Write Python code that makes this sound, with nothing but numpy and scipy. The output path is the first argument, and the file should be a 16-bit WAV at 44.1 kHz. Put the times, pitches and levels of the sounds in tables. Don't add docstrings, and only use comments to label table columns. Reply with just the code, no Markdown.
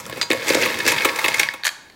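import sys
import numpy as np
from scipy import signal
from scipy.fft import rfft, irfft
from scipy.io import wavfile

SR = 44100
rng = np.random.default_rng(int(sys.argv[2]) if len(sys.argv) > 2 else 0)


def waveform_to_disk(signal):
    frames = np.transpose(np.atleast_2d(signal))
    scaled = np.clip(frames, -1, 1) * 32767
    samples = np.round(scaled).astype(np.int16)
    wavfile.write(sys.argv[1], SR, samples)


N = 85995
RING_T = np.arange(SR // 3) / SR


def undb(db):
    return 10 ** (np.asarray(db) / 20)


def unit(x):
    return x / np.sqrt(np.sum(x ** 2) + 1e-18)


def fade(t, t60):
    return np.exp(-np.log(1000) * t / t60)


def through(x, response):
    return signal.fftconvolve(x, response)[:len(x)]


def add(out, start_s, blow, level_db, window_s=0.01):
    i = max(int(start_s * SR), 0)
    out[i:i + len(blow)] += (unit(blow) * undb(level_db) * np.sqrt(window_s * SR))[:N - i]


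def click(colour, size=2048):
    hz, db = np.array(colour).T
    bins_hz = np.maximum(np.fft.rfftfreq(size, 1 / SR), 1)
    gain = undb(np.interp(np.log(bins_hz), np.log(hz), db))
    cepstrum = irfft(np.log(gain))
    cepstrum[1:size // 2] *= 2
    cepstrum[size // 2 + 1:] = 0
    pulse = irfft(np.exp(rfft(cepstrum)))
    return unit(np.pad(pulse, (0, len(RING_T) - size)))


def ring(modes):
    return unit(sum((-1) ** k * undb(db) * np.cos(2 * np.pi * hz * RING_T) * fade(RING_T, t60)
                    for k, (hz, db, t60) in enumerate(modes)))


def soft(x, edge_hz):
    return unit(signal.sosfilt(signal.butter(2, edge_hz, fs=SR, output="sos"), x))


def struck(colour, modes, ring_db, edge_hz, lag_s=0.0008):
    lag = int(lag_s * SR)
    ringing = soft(ring(modes), edge_hz)
    return click(colour) + undb(ring_db) * np.pad(ringing, (lag, 0))[:-lag]


def chatter(contact_s, spread_db=4.5):
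    n = len(RING_T)
    rough = rng.standard_normal(n) * undb(spread_db * np.minimum(rng.exponential(size=n), 5))
    force = unit(rough * np.exp(-(RING_T / contact_s) ** 2))
    force[0] += 0.44
    return force


# frequency_hz, level_db
WALL_CLICK = [(40, -59), (100, -29), (180, -8.5), (280, -2.5), (430, 6.5), (520, 3), (700, -9),
              (1200, -27.5), (4000, -71.5)]
HOLLOW_CLICK = [(200, -22.5), (500, -5.5), (750, -8), (1300, 1.5), (1800, -9), (5000, -17)]
HEAP_CLICK = [(200, -74.5), (1000, -18.5), (1600, 6.5), (2300, 5), (3000, -1.5), (3600, -2), (4700, -3),
              (6000, -18), (14000, -64)]
CRACK_CLICK = [(1000, -36), (3400, -9.5), (5200, 3.5), (6800, 2.5), (8000, -4), (11000, -8), (15000, -11.5),
               (16500, -33)]
# pitch_hz, level_db, t60_s
WALL_MODES = [(227, -12.5, 0.1), (319.3, -9.5, 0.098), (450, -7, 0.021), (486.5, 7, 0.034),
              (530, -4.5, 0.016)]
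HOLLOW_MODES = [(599, -4.5, 0.058), (850, -23, 0.082), (840, 0.5, 0.029), (954, 1.5, 0.09),
                (1105, -6.5, 0.15), (1278, -4, 0.017)]
HEAP_MODES = [(1513, -4.5, 0.075), (1720, 3.5, 0.038), (2080, -5, 0.015), (2197, 8.5, 0.11),
              (2565, 13, 0.0083), (3025, -12.5, 0.06), (3490, -5, 0.02), (3811, 0.5, 0.061),
              (4306, 0.5, 0.022), (4698, -4.5, 0.043)]


def ice_bucket():
    wall = struck(WALL_CLICK, WALL_MODES, ring_db=-0.08, edge_hz=500)
    hollow = struck(HOLLOW_CLICK, HOLLOW_MODES, ring_db=-5.5, edge_hz=1600)
    heap = struck(HEAP_CLICK, HEAP_MODES, ring_db=-6.25, edge_hz=5500)
    return [wall, hollow, heap, click(CRACK_CLICK)]


# start_s, contact_s, pitch_hz, wall_db, hollow_db, heap_db, crack_db
CUBE_KNOCKS = [(0.001, 0.01, 2250, -45, -36, -40.5, -40), (0.055, 0.0015, 3600, -71, -56, -39, -47),
               (0.0638, 0.0024, 1440, -42.5, -40, -41, -38.5),
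               (0.0972, 0.0041, 1510, -39.5, -32.5, -46, -73), (0.1254, 0.004, 1740, -31, -59, -32, -43.5),
               (0.172, 0.0085, 2190, -30, -36, -36, -59), (0.228, 0.009, 3980, -42, -32.5, -23, -33.5),
               (0.3025, 0.0053, 2270, -17.5, -27, -20, -31), (0.313, 0.0027, 2310, -43, -56, -15, -30),
               (0.319, 0.0035, 1750, -30, -27.5, -23, -35), (0.332, 0.0013, 1910, -25, -30, -23.5, -31.5),
               (0.346, 0.0033, 2250, -26.5, -40, -36, -53), (0.471, 0.007, 2130, -34, -33, -27, -41),
               (0.482, 0.0032, 2730, -39, -27, -22, -27.5), (0.49, 0.0081, 2260, -32, -30, -23, -23.5),
               (0.502, 0.0058, 1570, -15, -23, -17, -35), (0.534, 0.0036, 2300, -30, -26, -25, -39),
               (0.5468, 0.0044, 4000, -46, -22, -18.5, -26.5), (0.551, 0.0016, 2250, -16, -27, -49, -25.5),
               (0.57, 0.0033, 2550, -20, -42, -29.5, -40), (0.614, 0.0096, 2160, -23, -44, -21, -28),
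               (0.6233, 0.0029, 2300, -30, -38, -20.5, -28), (0.632, 0.0073, 2590, -27, -40, -17, -42),
               (0.659, 0.0072, 2120, -26, -22.5, -23, -53), (0.702, 0.0043, 1900, -29, -37, -24.5, -40),
               (0.743, 0.0019, 2220, -50, -34, -24.5, -48), (0.788, 0.0058, 2200, -35, -27.5, -27, -33),
               (0.803, 0.0054, 1780, -37, -42, -20.5, -39.5), (0.853, 0.0036, 1780, -26.5, -54, -24.5, -32),
               (0.864, 0.0044, 1730, -22, -51, -18.5, -23.5), (0.877, 0.0088, 2270, -23.5, -18, -17.5, -22),
               (0.883, 0.013, 2640, -41, -49, -14, -19.5), (0.895, 0.015, 2660, -31, -44, -24, -28),
               (0.9185, 0.0078, 2400, -27.5, -20, -18, -26), (0.964, 0.011, 2260, -39, -29.5, -23.5, -54),
               (0.982, 0.0084, 2100, -55, -41, -18, -46), (1.007, 0.0037, 2430, -47, -59, -22.5, -46),
               (1.02, 0.0039, 2200, -55, -41, -21.5, -32.5), (1.048, 0.01, 2360, -26, -15.5, -17.5, -28),
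               (1.0518, 0.0086, 1830, -20.5, -20.5, -15.5, -32),
               (1.089, 0.0014, 2320, -39, -44, -23.5, -40), (1.093, 0.0041, 2270, -54, -41, -19.5, -37),
               (1.16, 0.0033, 2600, -42, -43, -26, -30.5), (1.189, 0.009, 2120, -60, -23.5, -19.5, -37),
               (1.243, 0.011, 2710, -27, -19.5, -14.5, -37), (1.26, 0.0033, 2170, -33.5, -28, -18.5, -37),
               (1.283, 0.0048, 2190, -27, -24, -15.5, -24), (1.3415, 0.006, 2200, -64, -52, -19.5, -31.5),
               (1.3448, 0.0031, 2180, -38, -44, -19, -27), (1.395, 0.0051, 2240, -38.5, -33, -16.5, -20.5),
               (1.397, 0.0059, 2260, -38, -24, -12, -19.5), (1.413, 0.0049, 2450, -41, -30.5, -33, -54),
               (1.432, 0.0027, 2320, -48, -34, -15.5, -29.5),
               (1.488, 0.00076, 1940, -48.5, -61, -18.5, -42),
               (1.538, 0.0087, 1540, -38.5, -31.5, -34.5, -57.5)]


def cube_knocks(voices, note_t60_s=0.008, note_db=-3):
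    out = np.zeros(N)
    wall, hollow, heap, crack = voices
    for start_s, contact_s, pitch_hz, wall_db, hollow_db, heap_db, crack_db in CUBE_KNOCKS:
        force = chatter(contact_s)
        note = soft(ring([(pitch_hz, 0, note_t60_s)]), edge_hz=4500)
        thud = wall + 0.51 * through(force, wall)
        knock = unit(through(force, heap)) + undb(note_db) * unit(through(force, note))
        add(out, start_s + contact_s / 2, thud, wall_db)
        add(out, start_s, through(force, hollow), hollow_db)
        add(out, start_s, knock, heap_db)
        add(out, start_s, through(force, crack), crack_db)
    return out


# frequency_hz, level_db
RUMBLE_CLICK = [(35, -33.5), (65, -19), (95, -6), (140, -5), (200, -9.5), (500, -39.5)]
# time_s, rumble_db, wall_db, hollow_db, heap_db, crack_db
CHURN_LEVELS = [(0, -52, -48, -43, -42, -46), (0.04, -51, -51, -50, -46, -49),
                (0.08, -44, -43, -46, -44, -50), (0.115, -51, -46, -45, -40, -54),
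                (0.19, -50, -37, -42, -37, -45), (0.29, -62, -52, -52, -52, -58),
                (0.32, -44, -35, -40, -35, -43), (0.42, -54, -37, -42, -34, -44),
                (0.49, -47, -31, -32, -22, -29), (0.58, -42, -27, -35, -27, -35),
                (0.635, -47, -27, -31, -21, -31), (0.71, -49, -32, -36, -28, -39),
                (0.84, -49, -36, -37, -32, -41), (0.89, -47, -28, -30, -19, -26),
                (0.95, -44, -37, -35, -27, -37), (1.08, -54, -32, -33, -28, -39),
                (1.14, -58, -40, -37, -34, -45), (1.22, -57, -40, -31, -29, -36),
                (1.32, -52, -40, -36, -29, -41), (1.41, -55, -38, -34, -24, -32),
                (1.48, -60, -51, -45, -38, -57), (1.58, -68, -62, -58, -52, -65)]
# rumble_db, wall_db, hollow_db, heap_db, crack_db
CHURN_TRIMS = (3.5, -2, 1.5, 0, 0)


def churn(voices, contacts_per_s=5000, spread_db=2.5):
    t = np.arange(N) / SR
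    times_s, *curves_db = np.array(CHURN_LEVELS).T
    touches = rng.random(N) < contacts_per_s / SR
    strength = touches * undb(spread_db * np.minimum(rng.exponential(size=N), 4))
    release = fade(np.maximum(t - times_s[-1], 0), t60=0.14)
    out = np.zeros(N)
    for voice, curve_db, trim_db in zip([click(RUMBLE_CLICK)] + voices, curves_db, CHURN_TRIMS):
        contacts = unit(strength * rng.standard_normal(N)) * np.sqrt(N)
        envelope = release * undb(np.interp(t, times_s, curve_db) + trim_db)
        out += through(contacts * envelope, unit(voice))
    return out


# pitch_hz, level_db, t60_s
SCOOP_MODES = [(960, -15, .12), (1632, -14, .16), (2095, -15, .1), (2242, -13, .1), (2553, -16, .25),
               (3554, -13, .15), (3947, -17, .1), (4080, -9, .15), (4797, 2, .12), (5911, -18, .11),
               (6350, -15, .12), (6792, -12, .19), (7412, -15, .13), (8231, -14, .1), (9480, -21, .09),
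               (13850, -23, .07)]


def bucket_and_scoop_resonance(ice, echo_db=-10.5, scoop_db=-27):
    echo = unit(rng.standard_normal(len(RING_T)) * fade(RING_T, t60=0.071))
    return through(ice, undb(echo_db) * echo + undb(scoop_db) * ring(SCOOP_MODES))


# frequency_hz, level_db
SCOOP_CLICK = [(150, -52.5), (400, -21.5), (600, -7), (1100, -6.5), (1700, 2.5), (2800, -4), (4700, 1),
               (5600, -11), (14000, -32)]


def scoop_clink(start_s=0.2138):
    out = np.zeros(N)
    tick = through(chatter(contact_s=0.0076), click(SCOOP_CLICK))
    add(out, start_s, ring(SCOOP_MODES), level_db=-17)
    add(out, start_s, tick, level_db=-17.5)
    return out


# pitch_hz, level_db, t60_s
LOADED_SCOOP_MODES = [(1205, -8.5, .04), (1520, -14.5, 0.1), (1760, -5, 0.021), (1750, 8.5, 0.015),
                      (1975, -17, .025), (2190, 8.5, 0.019), (2447, 5, 0.016), (3270, -3, 0.052),
                      (4180, 0, .03), (4430, -2, 0.067), (4730, -8, 0.033)]
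# start_s, contact_s, knock_db, crack_db
SETTLING_KNOCKS = [(1.6357, 0.0009, -25.5, -57), (1.6444, 0.0037, -29, -31.5),
                   (1.651, 0.0045, -17.5, -26.5), (1.657, 0.0043, -23, -24), (1.664, 0.006, -26.5, -26),
                   (1.6672, 0.0043, -15, -20.5), (1.675, 0.0078, -19, -33), (1.68, 0.006, -40, -28),
                   (1.69, 0.0034, -22.5, -36), (1.899, 0.002, -46.5, -65), (1.922, 0.0027, -58, -79)]


def settling_cubes():
    out = np.zeros(N)
    scoop = struck(SCOOP_CLICK, LOADED_SCOOP_MODES, ring_db=-4.5, edge_hz=5200)
    crack = click(CRACK_CLICK)
    for start_s, contact_s, knock_db, crack_db in SETTLING_KNOCKS:
        force = chatter(contact_s)
        add(out, start_s, through(force, scoop), knock_db)
        add(out, start_s, through(force, crack), crack_db)
    return out


# centre_hz, level_db, t60_s
KITCHEN_BANDS = [(127, -12.5, 0.94), (404, -13.5, 0.27), (930, -7, 0.69), (1980, -16, 0.66),
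                 (4100, -13, 0.68), (7900, -14, 0.52), (15100, -13.5, 0.19)]


def kitchen_reverb(near, build_up_s=0.0054):
    t = np.arange(SR) / SR
    bands = np.array(KITCHEN_BANDS)
    noise_spectrum = rfft(rng.standard_normal(SR))
    log_hz = np.log(np.arange(SR // 2 + 1) + 1)
    tail = np.zeros(SR)
    for share, (_, level_db, t60_s) in zip(np.eye(len(bands)), bands):
        band = irfft(noise_spectrum * np.interp(log_hz, np.log(bands[:, 0]), share))
        envelope = unit(fade(t, t60_s) * (1 - np.exp(-t / build_up_s)))
        tail += undb(level_db) * band * envelope
    return through(near, tail)


# frequency_hz, density_db
AIR_SPECTRUM = [(25, 11), (50, -2.5), (110, -2.5), (300, -1), (1000, -7), (4000, -19), (15000, -25)]


def room_tone(level_db=-51.5):
    return undb(level_db) * through(rng.standard_normal(N), click(AIR_SPECTRUM))


def scene():
    voices = ice_bucket()
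    ice = cube_knocks(voices) + churn(voices)
    near = ice + bucket_and_scoop_resonance(ice) + scoop_clink() + settling_cubes()
    air = room_tone()
    return (near + kitchen_reverb(near) + air)[None]


def record(dry, low_cut_hz=55, ceiling=0.68, top_hz=15800):
    low_cut = signal.butter(2, low_cut_hz, "high", fs=SR, output="sos")
    top_cut = signal.ellip(8, 0.1, 50, top_hz, fs=SR, output="sos")
    x = signal.sosfilt(low_cut, dry)
    rounded = x / (1 + (x / ceiling) ** 6) ** (1 / 6)
    return signal.sosfiltfilt(top_cut, rounded)


dry = scene()
out = record(dry)
waveform_to_disk(out)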